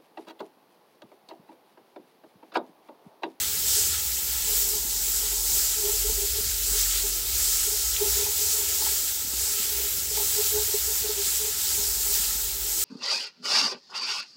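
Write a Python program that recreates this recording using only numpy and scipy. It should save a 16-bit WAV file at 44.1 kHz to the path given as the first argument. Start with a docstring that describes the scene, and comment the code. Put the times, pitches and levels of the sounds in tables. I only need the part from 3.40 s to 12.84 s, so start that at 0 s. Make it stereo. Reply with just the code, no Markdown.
"""Chopped onion and garlic sizzle in hot oil in a wide aluminium pot, heard close up in stereo.
Countless steam bubbles burst into a dense hiss that swells with each stroke of a soft spatula.
Water drops pop and turned food plops. The pot hums in its own resonances, louder when the spatula
rubs or bumps it, and a low drone fills the kitchen."""
import sys
import numpy as np
from scipy import signal
from scipy.fft import rfft, irfft, next_fast_len
from scipy.io import wavfile
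from scipy.ndimage import uniform_filter1d, map_coordinates

SR = 44100
rng = np.random.default_rng(int(sys.argv[2]) if len(sys.argv) > 2 else 0)


def transcribe(signal):
    """Save signal, clipped to [-1, 1], as a 16-bit WAV file at the path in sys.argv[1]."""
    frames = np.atleast_2d(signal).T
    limited = np.clip(frames, -1, 1)
    pcm = np.round(limited * 32767).astype(np.int16)
    wavfile.write(sys.argv[1], SR, pcm)


N = 416304
TIME_S = np.arange(N) / SR
TOP_HZ = 15800


def amp(db):
    """Gain of a level in dB."""
    return 10 ** (np.asarray(db) / 20)


def unit(x):
    """Scale so the mean of the channels has rms 1."""
    return x / np.sqrt(np.mean(np.atleast_2d(x).mean(0) ** 2) + 1e-20)


def along(points, hz):
    """Interpolate (Hz, value) points on a log axis."""
    point_hz, values = np.transpose(points)
    return np.interp(np.log(hz + 1), np.log(point_hz + 1), values)


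def curves(rows):
    """One value per sample for each column after the time."""
    times_s, *columns = np.transpose(rows)
    return [np.interp(TIME_S, times_s, column) for column in columns]


def wobble(knots_per_s):
    """Smooth random curve, deviation about 1."""
    knots = rng.standard_normal(int(N * knots_per_s / SR) + 4)
    return map_coordinates(knots, [TIME_S * knots_per_s])


def filtered(x, response):
    """Apply a complex frequency response."""
    size = next_fast_len(N + SR // 2)
    return irfft(rfft(x, size) * response(np.fft.rfftfreq(size, 1 / SR)), size)[..., :N]


def panned(pan_db):
    """Stereo gains; pan is left over right."""
    return amp(np.vstack([pan_db / 2, -pan_db / 2]))


def mid_side(correlation):
    """Mid and side gains for a left-right correlation."""
    angle = np.arccos(np.clip(correlation, -1, 1)) / 2
    return np.array([np.cos(angle), np.sin(angle)])


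def noise_pair(correlation):
    """Two correlated white noises."""
    mid, side = mid_side(correlation)[:, None] * rng.standard_normal((2, N))
    return np.array([mid + side, mid - side])


def bubbles(per_s, low_hz, high_hz, cycles, spread_db, samples):
    """Bursting bubbles: damped sines, most weak, a few strong."""
    when, pitch, size = np.hsplit(rng.random((int(per_s * N / SR), 3)), 3)
    t = np.arange(samples) / SR
    hz = low_hz * (high_hz / low_hz) ** pitch
    strength = amp(spread_db * np.minimum(-np.log(1 - size), 5))
    rings = strength * np.sqrt(hz) * np.sin(2 * np.pi * hz * t) * np.exp(-hz * t / cycles)
    index = (when * N).astype(int) + np.arange(samples)
    return unit(np.bincount(index.ravel(), rings.ravel(), N + samples)[:N])


# Each row: frequency in Hz, left-right correlation of the boiling.
BOIL_CORRELATION = [(1100, 0.34), (1500, 0.28), (1800, -0.23), (2050, -0.046), (2300, -0.16), (3300, -0.14),
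                    (3800, -0.028), (6300, 0.1), (7200, -0.19), (8000, 0.04)]


def boiling():
    """Near bubbles on the hiss of far ones, fluttering in patches of time and frequency."""
    near = np.array([bubbles(5000, 1680, 13700, cycles=1.15, spread_db=2.5, samples=40) for _ in range(2)])
    wet = np.array([bubbles(500, 1474, 6045, cycles=15, spread_db=3, samples=260) for _ in range(2)])
    far = rng.standard_normal((2, N))
    spectra = signal.stft(far + amp(-11) * near + amp(-16.5) * wet, nperseg=512)[2]
    patches = uniform_filter1d(rng.standard_normal(spectra.shape), 12, axis=1)
    patches = uniform_filter1d(patches, 9, axis=2)
    patchy = signal.istft(spectra * amp(1.05 * patches / patches.std()), nperseg=512)[1][:, :N]
    mid, side = filtered(patchy, lambda hz: mid_side(along(BOIL_CORRELATION, hz)))
    flutter_db = 0.13 * wobble(14) + 0.33 * wobble(45)
    return np.array([mid + side, mid - side]) * amp(flutter_db)


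# Sizzle spectrum per side. Each row: frequency in Hz, relative density in dB.
LEFT_SPECTRUM = [(900, -41.5), (1300, -19), (2400, -18.5), (3100, -13.5), (4200, -7.5), (6000, -4.5),
                 (7300, -1.5), (8300, -7.5), (9300, -5), (10800, -3), (12000, 1.5), (14000, 1),
                 (15700, 0.5)]
RIGHT_SPECTRUM = [(900, -33.5), (1300, -20.5), (2500, -16), (3800, -7.5), (5300, -2), (6100, -3.5),
                  (7500, 4.5), (7900, 5.5), (8700, -1), (10800, 5), (11700, 2), (12800, 7), (15700, 8.5)]
# Air resonances in the pot. Each row: centre in Hz, width in Hz, lift in dB.
AIR_MODES = [(1305, 22, 9.5), (1820, 79, 2), (2180, 94, 2.5), (2590, 150, 1.5), (3110, 130, 2)]


def sizzle_colour(hz):
    """Stereo gain of the sizzle, lifted where the air in the pot resonates."""
    lift_db = sum(db / (1 + (2 * (hz - centre) / width) ** 2) for centre, width, db in AIR_MODES)
    return amp([along(LEFT_SPECTRUM, hz) + lift_db, along(RIGHT_SPECTRUM, hz) + lift_db]) * (hz < TOP_HZ)


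# Strokes turn the food. Each row: time in seconds, fizz level in dB, fine steam level in dB.
STROKES = [(0.0, -30, -32.5), (0.23, -31, -32.5), (0.29, -25.5, -30), (0.37, -24.5, -30), (0.52, -28, -33),
           (0.66, -32.5, -32), (1.02, -31, -32), (1.18, -27, -27), (1.45, -30.5, -33.5),
           (1.68, -28.5, -29.5), (2.02, -29, -33), (2.16, -25.5, -27.5), (2.34, -29, -33.5),
           (2.5, -28, -30), (3.1, -29.5, -33), (3.21, -30, -32), (3.39, -25, -29.5), (3.84, -32, -33.5),
           (4.05, -25.5, -30), (4.55, -29.5, -32.5), (4.73, -26, -28), (4.89, -29, -31.5),
           (5.12, -26, -29.5), (5.23, -29, -31.5), (5.52, -27, -29), (5.86, -34, -34.5), (6.05, -28, -32.5),
           (6.52, -32.5, -30), (6.7, -31.5, -35), (6.78, -28.5, -29.5), (7.28, -28, -30),
           (7.39, -29.5, -32), (7.54, -29, -30), (7.76, -31.5, -34), (7.86, -26.5, -30), (8.15, -31.5, -34),
           (8.31, -27.5, -31.5), (8.57, -29.5, -31.5), (8.75, -26.5, -28.5), (8.88, -29, -31.5),
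           (9.18, -34.5, -34), (9.44, -26.5, -30.5)]


def stroke_swell_db():
    """Swell of the fizz about its mean as the food is turned."""
    fizz_db = curves(STROKES)[0]
    return fizz_db - fizz_db.mean()


# Slow drift. Each row: time in seconds, large bubbles over fizz in dB, pan in dB (mean is removed).
DRIFT = [(0, -8, -8), (.35, -10.5, -8), (.9, -10, -8), (1.5, -11.5, -6), (2.0, -10.5, -7), (2.5, -10, -7),
         (3.1, -12, -5.5), (3.4, -10.5, -6), (3.7, -10, -6), (4.1, -11, -8), (4.7, -9.5, -5.5),
         (5.4, -10, -6.5), (6.1, -10, -7.5), (6.8, -10, -7.5), (7.1, -10, -6.5), (7.9, -11.5, -6),
         (8.3, -11, -7), (9.0, -9.5, -7), (9.44, -13, -8)]
# Wet food meets hot metal, large bubbles surge. Each row: peak time in seconds, lift in dB.
SURGES = [(.03, 2), (.55, 4.5), (3.39, 2.5), (3.56, 2.5), (4.57, 2.5), (5.47, 2.5), (6.26, 2.5), (7.39, 1),
          (8.76, 1)]
SURGE_HALF_S, LARGE_SWELL_SHARE, PAN_PER_SWELL = 0.052, 0.54, -0.096


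def sizzle():
    """Water boils out of the food in three bands: large bubbles low, fizz above, fine steam on top."""
    fizz_db, steam_db = curves(STROKES)
    offset_db, pan_db = curves(DRIFT)
    swell_db = stroke_swell_db()
    large_db = fizz_db + offset_db + (LARGE_SWELL_SHARE - 1) * swell_db + 0.96 * wobble(6)
    large_db += sum(db * np.exp(-((TIME_S - s) / SURGE_HALF_S) ** 2) for s, db in SURGES)
    pan_db += PAN_PER_SWELL * swell_db + 0.5 * wobble(4)
    boil = boiling()
    lowpass = lambda hz, edge_hz: 1 / (1 + (hz / edge_hz) ** 8)
    large = filtered(boil, lambda hz: sizzle_colour(hz) * lowpass(hz, 4064))
    fizz = filtered(boil, lambda hz: sizzle_colour(hz) * (lowpass(hz, 9310) - lowpass(hz, 4400)))
    steam = filtered(boil, lambda hz: sizzle_colour(hz) * (1 - lowpass(hz, 11600)))
    bands = amp(large_db) * unit(large) + amp(fizz_db) * unit(fizz) + amp(steam_db) * unit(steam)
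    return bands * panned(pan_db - pan_db.mean())


# Each row: peak time in seconds, level in dB, pitch in Hz, pan in dB.
WATER_POPS = [(.929, -17, 9000, 4), (1.291, -11, 9000, 2), (1.384, -16, 8000, -2), (3.186, -28, 8000, -5),
              (4.078, -13, 8000, 5), (4.464, -18, 8000, -10), (4.5656, -16.5, 3200, -10),
              (6.035, -19, 8000, 4), (6.596, -24, 8000, -10), (6.775, -27, 2200, 0), (7.858, -13, 8000, -6),
              (8.742, -16, 7600, -12)]


def pops():
    """Water drops burst in the oil: a few cycles at a pitch set by bubble size."""
    out, t = np.zeros((2, N + SR)), np.arange(-40, 120) / SR
    for s, db, hz, pan_db in WATER_POPS:
        width_cycles = np.where(t < 0, .5, 1.7)
        crack = np.sin(2 * np.pi * (hz * t + rng.random())) * np.exp(-(hz * t / width_cycles) ** 2)
        out[:, round(s * SR) - 40:][:, :len(t)] += amp(db) * panned(pan_db) * crack
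    return out[:, :N]


# Each row: peak time in seconds, level in dB.
FOOD_PLOPS = [(0.297, -45), (0.491, -39), (1.453, -37), (1.705, -43), (2.725, -38), (3.009, -39),
              (3.07, -41), (3.317, -36), (3.45, -42), (5.633, -41), (5.85, -37), (5.878, -41), (5.938, -37),
              (6.202, -39), (6.585, -38), (7.344, -43.9), (7.616, -42), (7.878, -40), (8.395, -40),
              (8.802, -38), (8.957, -41), (9.386, -40)]
FAINT_PLOP_COUNT, FAINT_PLOP_DB = 20, -53


def plops():
    """Turned food lands, each plop one soft low cycle; faint ones fall at random."""
    out, t = np.zeros(N + SR), np.arange(-400, 400) / SR
    faint = [(0.14 + when * (N / SR - .2), FAINT_PLOP_DB + 6 * (size - .5))
             for when, size in rng.random((FAINT_PLOP_COUNT, 2))]
    for s, db in FOOD_PLOPS + faint:
        hz = 230 * np.exp(0.17 * rng.standard_normal())
        envelope = amp(db - 11.5 * (t / 0.0031) ** 2)
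        out[round(s * SR) - 400:][:len(t)] += envelope * np.sin(2 * np.pi * hz * t)
    return np.array([out[:N] * amp(1.2), np.roll(out[:N], 30)])  # left is louder and earlier


# Spatula on the pot floor. Each row: the two bounds of a span in seconds.
CONTACT_SPANS = [(1.05, 1.4), (3.29, 3.8), (6.282, 6.7), (8.66, 8.1)]
CATCH_PER_S, CATCH_DB, CATCH_HZ, CATCH_S = 10, -41, 414, 0.013


def spatula_catches():
    """The spatula catches faintly at random, at least once a span; returns rows like DRAGS."""
    rows = []
    for start_s, end_s in CONTACT_SPANS:
        count = max(1, round(CATCH_PER_S * (end_s - start_s)))
        for when, force, pitch, rise in rng.random((8, 4))[:count]:
            rows.append((start_s + (end_s - start_s) * when, CATCH_DB + 5 * (force - .5),
                         CATCH_HZ + 20 * (pitch - .5), CATCH_S * (.5 + rise), CATCH_S))
    return rows


# Each row: peak time in seconds, level in dB, pitch in Hz, rise and fall in seconds.
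DRAGS = [(0.389, -40, 423, 0.0068, 0.0063), (1.34, -35, 430, .008, .011), (1.838, -39, 422, 0.0066, .007),
         (1.952, -41, 420, .014, 0.013), (2.398, -41, 423, .013, .007), (2.462, -29, 408, 0.025, .011),
         (2.491, -28.5, 413, 0.008, 0.016), (2.549, -38, 424, 0.012, 0.015),
         (2.651, -31.5, 422, .007, 0.021), (2.699, -28, 430, 0.0039, 0.0096),
         (2.791, -32.5, 405, 0.013, .008), (2.833, -32.5, 408, .012, .019), (2.965, -41, 414, .028, .008),
         (2.989, -32.5, 423, .008, .013), (3.563, -41, 410, .01, 0.013), (4.28, -38, 422, 0.0089, .013),
         (4.334, -38, 424, .012, 0.018), (4.624, -22.5, 410, 0.0081, 0.012),
         (4.665, -30.5, 405, 0.0098, 0.025), (4.775, -32, 414, 0.012, 0.0062),
         (4.803, -29, 413, .009, 0.01), (4.825, -28.5, 414, 0.0055, .013), (4.87, -35.5, 421, .009, 0.033),
         (5.02, -41, 417, .053, .044), (5.147, -41.5, 423, 0.0088, .015), (5.19, -39.5, 422, .012, 0.014),
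         (5.226, -41, 406, .006, .009), (5.422, -36.5, 418, 0.021, 0.0055),
         (6.417, -38.5, 422, 0.0074, .009), (6.721, -37.5, 426, .011, 0.013),
         (6.785, -33, 427, 0.015, 0.007), (6.81, -34.5, 409, .01, 0.022), (7.003, -25, 420, .021, 0.011),
         (7.056, -38, 413, 0.0088, 0.018), (7.17, -26.5, 421, 0.031, 0.041),
         (7.291, -36.4, 424, 0.0097, 0.011), (7.345, -24, 415, 0.0036, 0.015),
         (7.485, -34, 428, 0.0079, .01), (7.51, -35, 420, 0.0076, .008), (7.651, -28, 420, .007, .014),
         (7.7, -29.5, 420, 0.0067, 0.018), (7.787, -34, 403, 0.015, 0.034), (8.016, -37, 422, .014, .011),
         (8.051, -32, 423, 0.013, 0.009), (8.09, -35, 422, .01, .013), (8.429, -41, 415, 0.017, 0.013),
         (8.71, -38, 410, 0.017, .009)]


def spatula_drags():
    """Drags on the pot floor swell a low mode; returns the sound and the rubbing envelope."""
    out, pressure = np.zeros((2, N + SR)), np.zeros(N + SR)
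    t = np.arange(-SR // 8, SR // 8) / SR
    for s, db, hz, rise_s, fall_s in DRAGS + spatula_catches():
        envelope = amp(db - 5.1 * (t / np.where(t < 0, rise_s, fall_s)) ** 2)
        phase = rng.random()
        lead = 0.046 * rng.standard_normal() * np.array([[1], [-1]])  # contact moves around the pot
        start = round(s * SR) - SR // 8
        out[:, start:][:, :len(t)] += envelope * np.sin(2 * np.pi * (hz * t + phase + lead))
        pressure[start:][:len(t)] += envelope
    slip = amp(wobble(60))  # rubber slips unevenly on metal
    rubbing = uniform_filter1d(pressure[:N], size=2500)  # starts before a drag and outlasts it
    return out[:, :N] * slip * panned(5.4), rubbing


# Pot resonances. Each row: centre in Hz, width in Hz, relative gain in dB.
POT_LOW_MODES = [(222.6, 9.1, -12.5), (337.3, 22, -8.5), (408.3, 30.5, -1.5), (431.4, 32, -2),
                 (469, 49, -10), (585, 17.7, -11.5), (688, 48, -16.5)]
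POT_HIGH_MODES = [(767, 49, 1.2), (857.5, 58, 9.9), (897, 54, 8.7), (1006, 54, 1.5)]
# Hum of the high modes. Each row: time in seconds, base level in dB.
HIGH_HUM = [(0, -56), (.9, -55.5), (1.5, -52.5), (2.3, -55), (3.0, -61), (3.6, -58.5), (4.8, -56.5),
            (5.6, -54.5), (6.5, -58), (7.4, -55), (8.1, -56.5), (8.8, -53.5), (9.44, -56)]
LOW_HUM_DB, HUM_SWELL_SHARE = -51.5, 0.48


def pot_hum(modes, correlation, pan_db):
    """Noise rings a set of pot resonances of alternating sign."""
    def response(hz):
        return sum((-1) ** k * amp(db) * 1j * hz * width / (centre ** 2 - hz ** 2 + 1j * hz * width)
                   for k, (centre, width, db) in enumerate(modes))
    return unit(filtered(noise_pair(correlation), response) * panned(pan_db))


def pot():
    """Frying keeps the pot humming; the spatula adds its drags and roughens all modes."""
    swell_db = HUM_SWELL_SHARE * stroke_swell_db()
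    low_db = LOW_HUM_DB + swell_db + 1.5 * wobble(4)
    high_db = curves(HIGH_HUM)[0] + swell_db + 0.82 * wobble(6)
    drags, rubbing = spatula_drags()
    low = (amp(low_db) + 0.13 * rubbing) * pot_hum(POT_LOW_MODES, correlation=0.84, pan_db=2)
    high = (amp(high_db) + 0.078 * rubbing) * pot_hum(POT_HIGH_MODES, correlation=0.32, pan_db=-1.2)
    return low + high + drags


# Each row: time in seconds, level in dB.
WALL_TAPS = [(2.493, -36), (2.693, -40.8), (4.623, -39), (4.64, -45), (4.866, -35), (5.422, -32.5),
             (5.468, -30.5), (6.777, -32), (6.801, -33), (6.822, -38.8), (7.012, -41), (7.178, -37.0),
             (7.345, -46)]
TAP_RISE_S, TAP_T60_S = 0.0023, 0.063


def spatula_taps():
    """The spatula's edge taps the wall and rings the high modes."""
    out, t = np.zeros(N + SR), np.arange(SR // 10) / SR
    envelope = amp(-60 * t / TAP_T60_S) * (1 - np.exp(-t / TAP_RISE_S))
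    for s, db in WALL_TAPS:
        ring = envelope * sum(amp(mode_db + rng.normal(0, 1.9)) * np.sin(2 * np.pi * hz * t)
                              for hz, _, mode_db in POT_HIGH_MODES)
        out[round((s - .003) * SR):][:len(t)] += amp(db) * ring / np.abs(ring).max()
    return out[:N] * panned(-3.8)


# Each row: time in seconds, level in dB.
LOWER_TONE = [(0.0, -65), (0.47, -62), (0.55, -72), (1.18, -39), (1.31, -47), (2.02, -40.5), (2.42, -47),
              (2.68, -33.5), (2.84, -40), (2.94, -48), (3.34, -36), (3.73, -40), (3.92, -48), (4.05, -41),
              (4.44, -50), (4.52, -43), (5.12, -75), (5.36, -57), (6.28, -69), (6.36, -57), (8.28, -72),
              (8.49, -45), (9.02, -44), (9.15, -49), (9.25, -44), (9.44, -53)]
# Upper tone swells, perhaps the stove shaken by stirring. Each row: peak time in seconds, level in dB.
UPPER_THROBS = [(.29, -51), (.71, -44), (.94, -45), (2.2, -49), (2.71, -44), (2.94, -41), (3.12, -44),
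                (3.3, -44), (3.94, -40), (4.36, -49), (4.49, -40), (4.73, -38), (5.5, -49), (5.99, -45),
                (6.39, -47), (6.76, -50), (7.2, -44), (7.46, -45), (8.0, -58), (9.2, -50)]
UPPER_BASE_DB, THROB_HALF_S = -51, 0.058
# Each row: time in seconds, rumble level in dB, air level in dB.
ROOM_LEVELS = [(0, -52, -51.5), (.6, -48, -57), (1.6, -64, -55), (2.05, -58, -58), (2.13, -46, -51),
               (2.3, -56, -63), (3.2, -48, -61), (3.7, -58, -56), (3.8, -53, -58.5), (5, -49.5, -61),
               (6.3, -57, -58), (6.7, -48.5, -56), (7.3, -51, -62), (8.15, -63, -58), (8.35, -53, -56),
               (9.44, -60, -61)]
# Each row: frequency in Hz, relative density in dB.
RUMBLE_SPECTRUM = [(62, -42), (70, -5), (77, 2.5), (86, -5), (97, -8.5), (110, -8.5), (130, -48)]
AIR_SPECTRUM = [(18, -12), (30, 1), (45, -7), (110, 0), (160, 0), (280, -5.5), (540, -25), (1100, -14),
                (1500, -45)]


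def kitchen_drone():
    """Two wavering low tones and a rumble over the quiet air of the kitchen."""
    def tone(hz, drift_hz):
        phase = 2 * np.pi * np.cumsum(hz + drift_hz * wobble(3.7)) / SR
        return np.sqrt(2) * np.sin(phase + [[0], [.2]])

    def noise(spectrum, correlation):
        return unit(filtered(noise_pair(correlation), lambda hz: amp(along(spectrum, hz))))

    lower_gain = amp(curves(LOWER_TONE)[0])
    upper_gain = amp(UPPER_BASE_DB + 2.8 * wobble(5))
    upper_gain += sum(amp(db - 10 * ((TIME_S - s) / THROB_HALF_S) ** 2) for s, db in UPPER_THROBS)
    tones = lower_gain * tone(46.5, drift_hz=0.56) + upper_gain * tone(59.8, drift_hz=1.0)
    rumble_db, air_db = curves(ROOM_LEVELS)
    rumble = amp(rumble_db + 2.8 * wobble(5)) * noise(RUMBLE_SPECTRUM, correlation=0.98)
    air = amp(air_db + 1.1 * wobble(6.5)) * noise(AIR_SPECTRUM, correlation=0.68)
    return (tones + rumble) * panned(4.5) + air


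def scene():
    """Stereo mix of food, pot and kitchen."""
    return sizzle() + pops() + plops() + pot() + spatula_taps() + kitchen_drone()


def record(dry):
    """Brick-wall low-pass at TOP_HZ."""
    return filtered(dry, lambda hz: hz < TOP_HZ)


dry = scene()
out = record(dry)
transcribe(out)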